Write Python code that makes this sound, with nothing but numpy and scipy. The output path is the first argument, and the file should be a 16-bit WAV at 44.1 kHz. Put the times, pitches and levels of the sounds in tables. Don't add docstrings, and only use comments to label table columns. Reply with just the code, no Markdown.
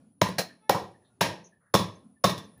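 import sys
import numpy as np
from scipy import signal
from scipy.fft import rfft, irfft, next_fast_len
from scipy.io import wavfile
from scipy.ndimage import uniform_filter1d, minimum_filter1d, map_coordinates

SR = 44100
rng = np.random.default_rng(int(sys.argv[2]) if len(sys.argv) > 2 else 0)


def store_wav(level_fs):
    pcm = np.round(np.clip(np.atleast_2d(level_fs), -1, 1) * 32767)
    wavfile.write(sys.argv[1], SR, pcm.T.astype(np.int16))


def invert_db(level):
    return 10 ** (np.asarray(level, dtype=float) / 20)


N = 114660

# (frequency [Hz], level [dB])
MURMUR_TONE = [(25, -44), (100, -4), (205, -7), (300, -15.5), (700, -17.5), (1700, -33.5), (2200, -37),
               (8000, -42.5)]
# (time [s], level [dB])
MURMUR_LEVEL = [(0, -60.5), (.15, -73.5), (.6, -72.5), (1.0, -64.5), (1.7, -76), (2.05, -65.5),
                (2.2, -72.5), (2.6, -62)]
# (time [s], level [dB])
WHINE_LEVEL = [(0.0, -82), (0.25, -81), (0.36, -79), (1.58, -84), (2.48, -76), (2.6, -72)]
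# (time [s], level [dB])
HUM_LEVEL = [(0, -60.5), (.17, -66.5), (.22, -71), (.55, -61), (.68, -72.5), (1.2, -80), (1.7, -82),
             (2.08, -57), (2.2, -71), (2.45, -54.5), (2.6, -66)]
# (time [s], level [dB], steel [dB], bench [dB], room [dB])
BLOWS = [
    (.217, -8, 1.5, 3.5, 3),
    (0.385, -25, 17, 9.5, -6),
    (.697, 1.5, -4.5, -17, 0),
    (1.211, -11, 4, 0.5, 8),
    (1.742, -3, 0, 1, 3),
    (2.242, -4.5, -0.5, 0, 4),
]
# (knock [Hz], upper knock [Hz], seating time [s], rim ring [Hz], rim level [dB])
SPOTS = [
    (594, 1000, .0032, 1400, -8),
    (580, 2500, 0.021, 4150, 3.5),
    (540, 770, .0021, 12000, -10.5),
    (616, 925, .0043, 2500, -13.5),
    (573, 1060, 0.009, 3450, -1),
    (605, 1091, 0.00543, 3600, 0),
]
# (time [s], level [dB], length [s], steel [dB], bench [dB])
ROCKS = [
    (0.256, -24, .01, -15, -2),
    (.283, -27.5, .01, -1, -10),
    (.733, -16.5, 0.034, -7, 5),
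    (1.243, -25.5, 0.026, -15, -3),
    (1.287, -41, .02, -19, 3),
    (1.787, -26, .02, 4.5, 13),
    (2.29, -32.5, 0.015, 15.5, 8.5),
    (2.375, -39, 0.011, 12.5, 15.5),
]
# (frequency [Hz], width [Hz], level [dB])
COVER_MODES = [(660, 87, 4), (1315, 40, -14), (1589, 76, -2), (1882, 100, -2), (2270, 30, -5.5),
               (2600, 310, -15.5), (3980, 210, -7), (4120, 40, -4.5), (5300, 300, -6.5), (5623, 67, -4.5),
               (6200, 61, -14.5)]
# (frequency [Hz], level [dB])
CRACK_TONE = [(60, -38.5), (500, 1), (1480, -13), (3620, -12), (6500, -14.5), (8000, -24.5), (13500, -24),
              (16000, -45)]
# (frequency [Hz], width [Hz], level [dB])
BENCH_MODES = [(106, 30, -2.5), (179.7, 18, 3), (207.3, 20, -2.5), (319, 100, -8.5)]
# (frequency [Hz], time [s])
ROOM_T60 = [(100, 0.36), (250, 0.49), (600, 0.4), (1500, 0.34), (4000, 0.32), (7000, 0.28),
            (10000, .27), (13000, .22), (15000, .2)]
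# (frequency [Hz], level [dB])
ROOM_COLOUR = [(100, -1.5), (500, -9.5), (2000, 1.5), (6000, -4), (15000, -5.5)]
# (time [s], level [dB], pitch [Hz], length [s], scatter [0-3, more is noisier])
TICKS = [(0.939, -67, 1780, .02, 0.19), (1.013, -78.5, 1780, 0.048, 0.2), (1.088, -78, 1400, 0.029, 0),
         (1.04, -77, 3780, 0.042, 0.9), (1.161, -69.5, 322.4, .04, .05), (1.44, -58.5, 6150, 0.027, .8),
         (1.8, -71, 1710, 0.067, 0.6), (0.49, -59.5, 1780, 0.026, 0.14), (1.518, -68, 1760, 0.032, 0.09),
         (1.656, -75, 1612, .04, 0.5), (1.95, -68.5, 6300, .015, 0.08), (2.042, -87, 1343, 0.034, 0.1),
         (2.16, -73, 1780, 0.019, 0), (2.443, -62, 6000, 0.0087, 0.6), (2.562, -72.5, 1745, .03, 0.04),
         (2.576, -74, 13500, .005, 3), (4.1, -96, 13500, .005, 2.97), (0.91, -83, 8000, .008, 3),
         (2.45, -84, 13500, .005, 3), (1.6, -75.5, 1400, 0.067, .9)]
# (multiple of its pitch [-], level [dB])
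HORN_OVERTONES = [(1, -10), (2, -2), (3, -10), (4, -11), (5, -20), (6, -19), (7, -28), (8, -20), (9, -27),
                  (11, -29), (13, -27)]
# (frequency [Hz], width [Hz], lift [dB])
PORT = [(9900, 900, 10), (15000, 700, 19)]

WHINE_HZ, WHINE_WIDTH_HZ = 9950, 900
HUM_HZ, HUM_WIDTH_HZ, HISS_DB = 221, 75, -99
PATCHY_DB = 3
RISE_S = .005
CONTACTS_PER_S, SIZE_DB = 7000, 3
BLOW_RATTLE, ROCK_RATTLE = .3, .97
SEAT_SHARE = .7
FIST_HZ = 1350
KNOCK_DB, KNOCK_WIDTH_HZ, UPPER_DB, KNOCK_SEND_DB = 9, 130, 3, -8
MIDDLE, MIDDLE_DB = 1.24, -3
STEEL_DB, CRACK_DB, MODE_SCATTER_DB, RIM_WIDTH_HZ = -5, -2.5, 2, 120
BENCH_DB, BENCH_CUT_HZ, THUMP_S = 12.5, 94, 0.00053
ROOM_DB = -5
HORN_S, HORN_END_S, HORN_RISE_S, HORN_HZ, HORN_DB = .6, .72, .03, 435, -63
TOP_HZ = 15550
LIMIT_DB, SQUEEZE, RELEASE_DB_PER_S, AHEAD_S = -6, .9, 1200, .0015


def along(points, hz):
    f, v = np.transpose(points)
    return np.interp(np.log(hz + 1), np.log(f + 1), v)


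def unit(x):
    return x / np.sqrt(np.mean(x ** 2) + 1e-20)


def curve(rows):
    return np.interp(np.arange(N) / SR, *np.transpose(rows))


def wobble(rate):
    knots = rng.standard_normal(int(N * rate / SR) + 4)
    return map_coordinates(knots, [np.arange(N) * rate / SR])


def filtered(x, response):
    m = next_fast_len(len(x) + 8192)
    hz = np.fft.rfftfreq(m, 1 / SR)
    return irfft(rfft(x, m) * response(hz), m)[:len(x)]


def noise_band(n, hz, width):
    return unit(filtered(rng.standard_normal(n), lambda f: np.exp(-((f - hz) / width) ** 2)))


def resonant(f, peaks):
    total = 0
    for k, (c, w, db) in enumerate(peaks):
        total = total + (-1) ** k * invert_db(db) * 1j * f * w / (c * c - f * f + 1j * f * w)
    return total


def causal(gain):
    c = irfft(np.log(gain + 1e-6))
    half = len(c) // 2
    c[1:half] *= 2
    c[half + 1:] = 0
    return np.exp(rfft(c))[:len(gain)]


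def add(x, s, piece):
    i = round(s * SR)
    x[i:i + len(piece)] += piece[:N - i]


def background():
    z = signal.stft(rng.standard_normal(N), nperseg=1024)[2]
    field = uniform_filter1d(uniform_filter1d(rng.standard_normal(z.shape), 3, 0), 5, 1)
    patchy = signal.istft(z * invert_db(PATCHY_DB * unit(field)), nperseg=1024)[1][:N]
    murmur = unit(filtered(patchy, lambda f: invert_db(along(MURMUR_TONE, f)) * (f < 8000)))
    whine = noise_band(N, WHINE_HZ, WHINE_WIDTH_HZ)
    murmur_db = curve(MURMUR_LEVEL) + 0.67 * wobble(12)
    whine_db = curve(WHINE_LEVEL) - 4 + 1.5 * wobble(45)
    return invert_db(murmur_db) * murmur + invert_db(whine_db) * whine


def hum():
    note = noise_band(N, HUM_HZ, HUM_WIDTH_HZ)
    return invert_db(curve(HUM_LEVEL)) * note + invert_db(HISS_DB) * rng.standard_normal(N)


def room(x):
    hz, t, z = signal.stft(rng.standard_normal(SR * 3 // 4), SR, nperseg=256)
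    decay_db = -60 * t / along(ROOM_T60, hz)[:, None]
    fading = z * invert_db(along(ROOM_COLOUR, hz)[:, None] + decay_db)
    tail = signal.istft(fading, SR, nperseg=256)[1]
    tail = invert_db(ROOM_DB) * tail / np.sqrt(SR * 0.019) / 0.92
    delayed = np.pad(x, (220, SR // 2))
    return signal.fftconvolve(delayed, tail)[:len(x) + SR // 2]


def contact(db, steel_db, bench_db, room_db, spot, rise_s, rattle):
    knock_hz, upper_hz, fall_s, rim_hz, rim_db = spot
    t = np.arange(SR // 4) / SR
    shape = np.where(t < rise_s, (t / rise_s) ** 3, np.exp(-(t - rise_s) / fall_s))
    chance, side = rng.random((2, len(t)))
    hits = (chance < CONTACTS_PER_S / SR) * np.sign(side - .5)
    clatter = shape * hits * invert_db(SIZE_DB * rng.standard_normal(len(t)))
    clatter /= np.linalg.norm(clatter) + 1e-9
    push = 1. * (np.arange(len(t)) == round(rise_s * SR))
    seated = push + SEAT_SHARE * np.roll(push, round(fall_s * SR))

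    scatter = MODE_SCATTER_DB * rng.standard_normal(len(COVER_MODES))
    modes = [(c, w, d + j) for (c, w, d), j in zip(COVER_MODES, scatter)]
    knocks = [(knock_hz, KNOCK_WIDTH_HZ, 0), (MIDDLE * knock_hz, KNOCK_WIDTH_HZ, MIDDLE_DB),
              (upper_hz, KNOCK_WIDTH_HZ, UPPER_DB)]

    def shell(f):
        soft_fist = FIST_HZ ** 2 / (FIST_HZ ** 2 - f * f + 1.4j * f * FIST_HZ)
        return invert_db(KNOCK_DB) * resonant(f, knocks) * soft_fist

    def metal(f):
        rim = invert_db(STEEL_DB + steel_db) * resonant(f, [(rim_hz, RIM_WIDTH_HZ, rim_db)])
        ringing = invert_db(STEEL_DB) * abs(resonant(f, modes))
        crack = invert_db(CRACK_DB + along(CRACK_TONE, f))
        return invert_db(steel_db) * causal(np.hypot(ringing, crack)) + rim

    def bench(f):
        low_cut = (1j * f / (BENCH_CUT_HZ + 1j * f)) ** 2
        soft_thump = (1 + 2j * np.pi * f * THUMP_S) ** 2
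        return invert_db(BENCH_DB + bench_db) * resonant(f, BENCH_MODES) * low_cut / soft_thump

    direct = filtered((1 - rattle) * seated + rattle * clatter, shell)
    direct = direct + filtered(clatter, metal) + filtered(push, bench)
    source = push if rattle < .5 else clatter
    sent = filtered(source, lambda f: invert_db(KNOCK_SEND_DB) * shell(f) + metal(f) + bench(f))
    sound = invert_db(room_db) * room(sent)
    sound[:len(direct)] += direct
    return invert_db(db + 28) * sound


def cover():
    x = np.zeros(N)
    for (s, *levels), spot in zip(BLOWS, SPOTS):
        add(x, s - RISE_S, contact(*levels, spot, RISE_S, BLOW_RATTLE))
    for s, db, length, steel_db, bench_db in ROCKS:
        spot = (560, 980, length, 3500, -4)
        add(x, s, contact(db, steel_db, bench_db, 0, spot, 0.39 * length, ROCK_RATTLE))
    return x


def ticks():
    x = np.zeros(N)
    t = np.arange(SR // 5) / SR
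    for s, db, hz, length, scatter in TICKS:
        tone = noise_band(len(t), hz, 40 + 600 * abs(scatter))
        swell = 2 * (t / length) * np.exp(-2.2 * t / length)
        add(x, s, invert_db(db + 12) * tone * swell)
    return x


def horn():
    t = np.arange(N) / SR
    rise = np.clip((t - HORN_S) / HORN_RISE_S, 0, 1)
    fall = np.clip((HORN_END_S - t) / .02, 0, 1)
    phase = 2 * np.pi * np.cumsum(HORN_HZ * (1 + .003 * wobble(25))) / SR
    tone = sum(invert_db(db + 5.1 * wobble(36)) * np.sin(k * phase + k * k) for k, db in HORN_OVERTONES)
    return invert_db(HORN_DB) * rise * fall * tone


def scene():
    return (background() + hum() + cover() + ticks() + horn())[None]


def low_pass(x):
    return signal.sosfilt(signal.butter(12, 16800, fs=SR, output="sos"), x)


def record(dry):
    def microphone(f):
        lift_db = sum(db / (1 + (2 * (f - c) / w) ** 2) for c, w, db in PORT)
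        return causal(invert_db(lift_db) / (1 + (f / TOP_HZ) ** 80))

    x = filtered(dry[0], microphone)
    ramp = RELEASE_DB_PER_S * np.arange(N) / SR
    held = np.maximum.accumulate(20 * np.log10(np.abs(x) + 1e-9) + ramp) - ramp
    cut_db = -SQUEEZE * np.maximum(held - LIMIT_DB, 0)
    n = round(AHEAD_S * SR)
    cut_db = uniform_filter1d(minimum_filter1d(cut_db, n), n)
    mix = (x * invert_db(cut_db))[None]
    return low_pass(mix)


dry = scene()
out = record(dry)
store_wav(out)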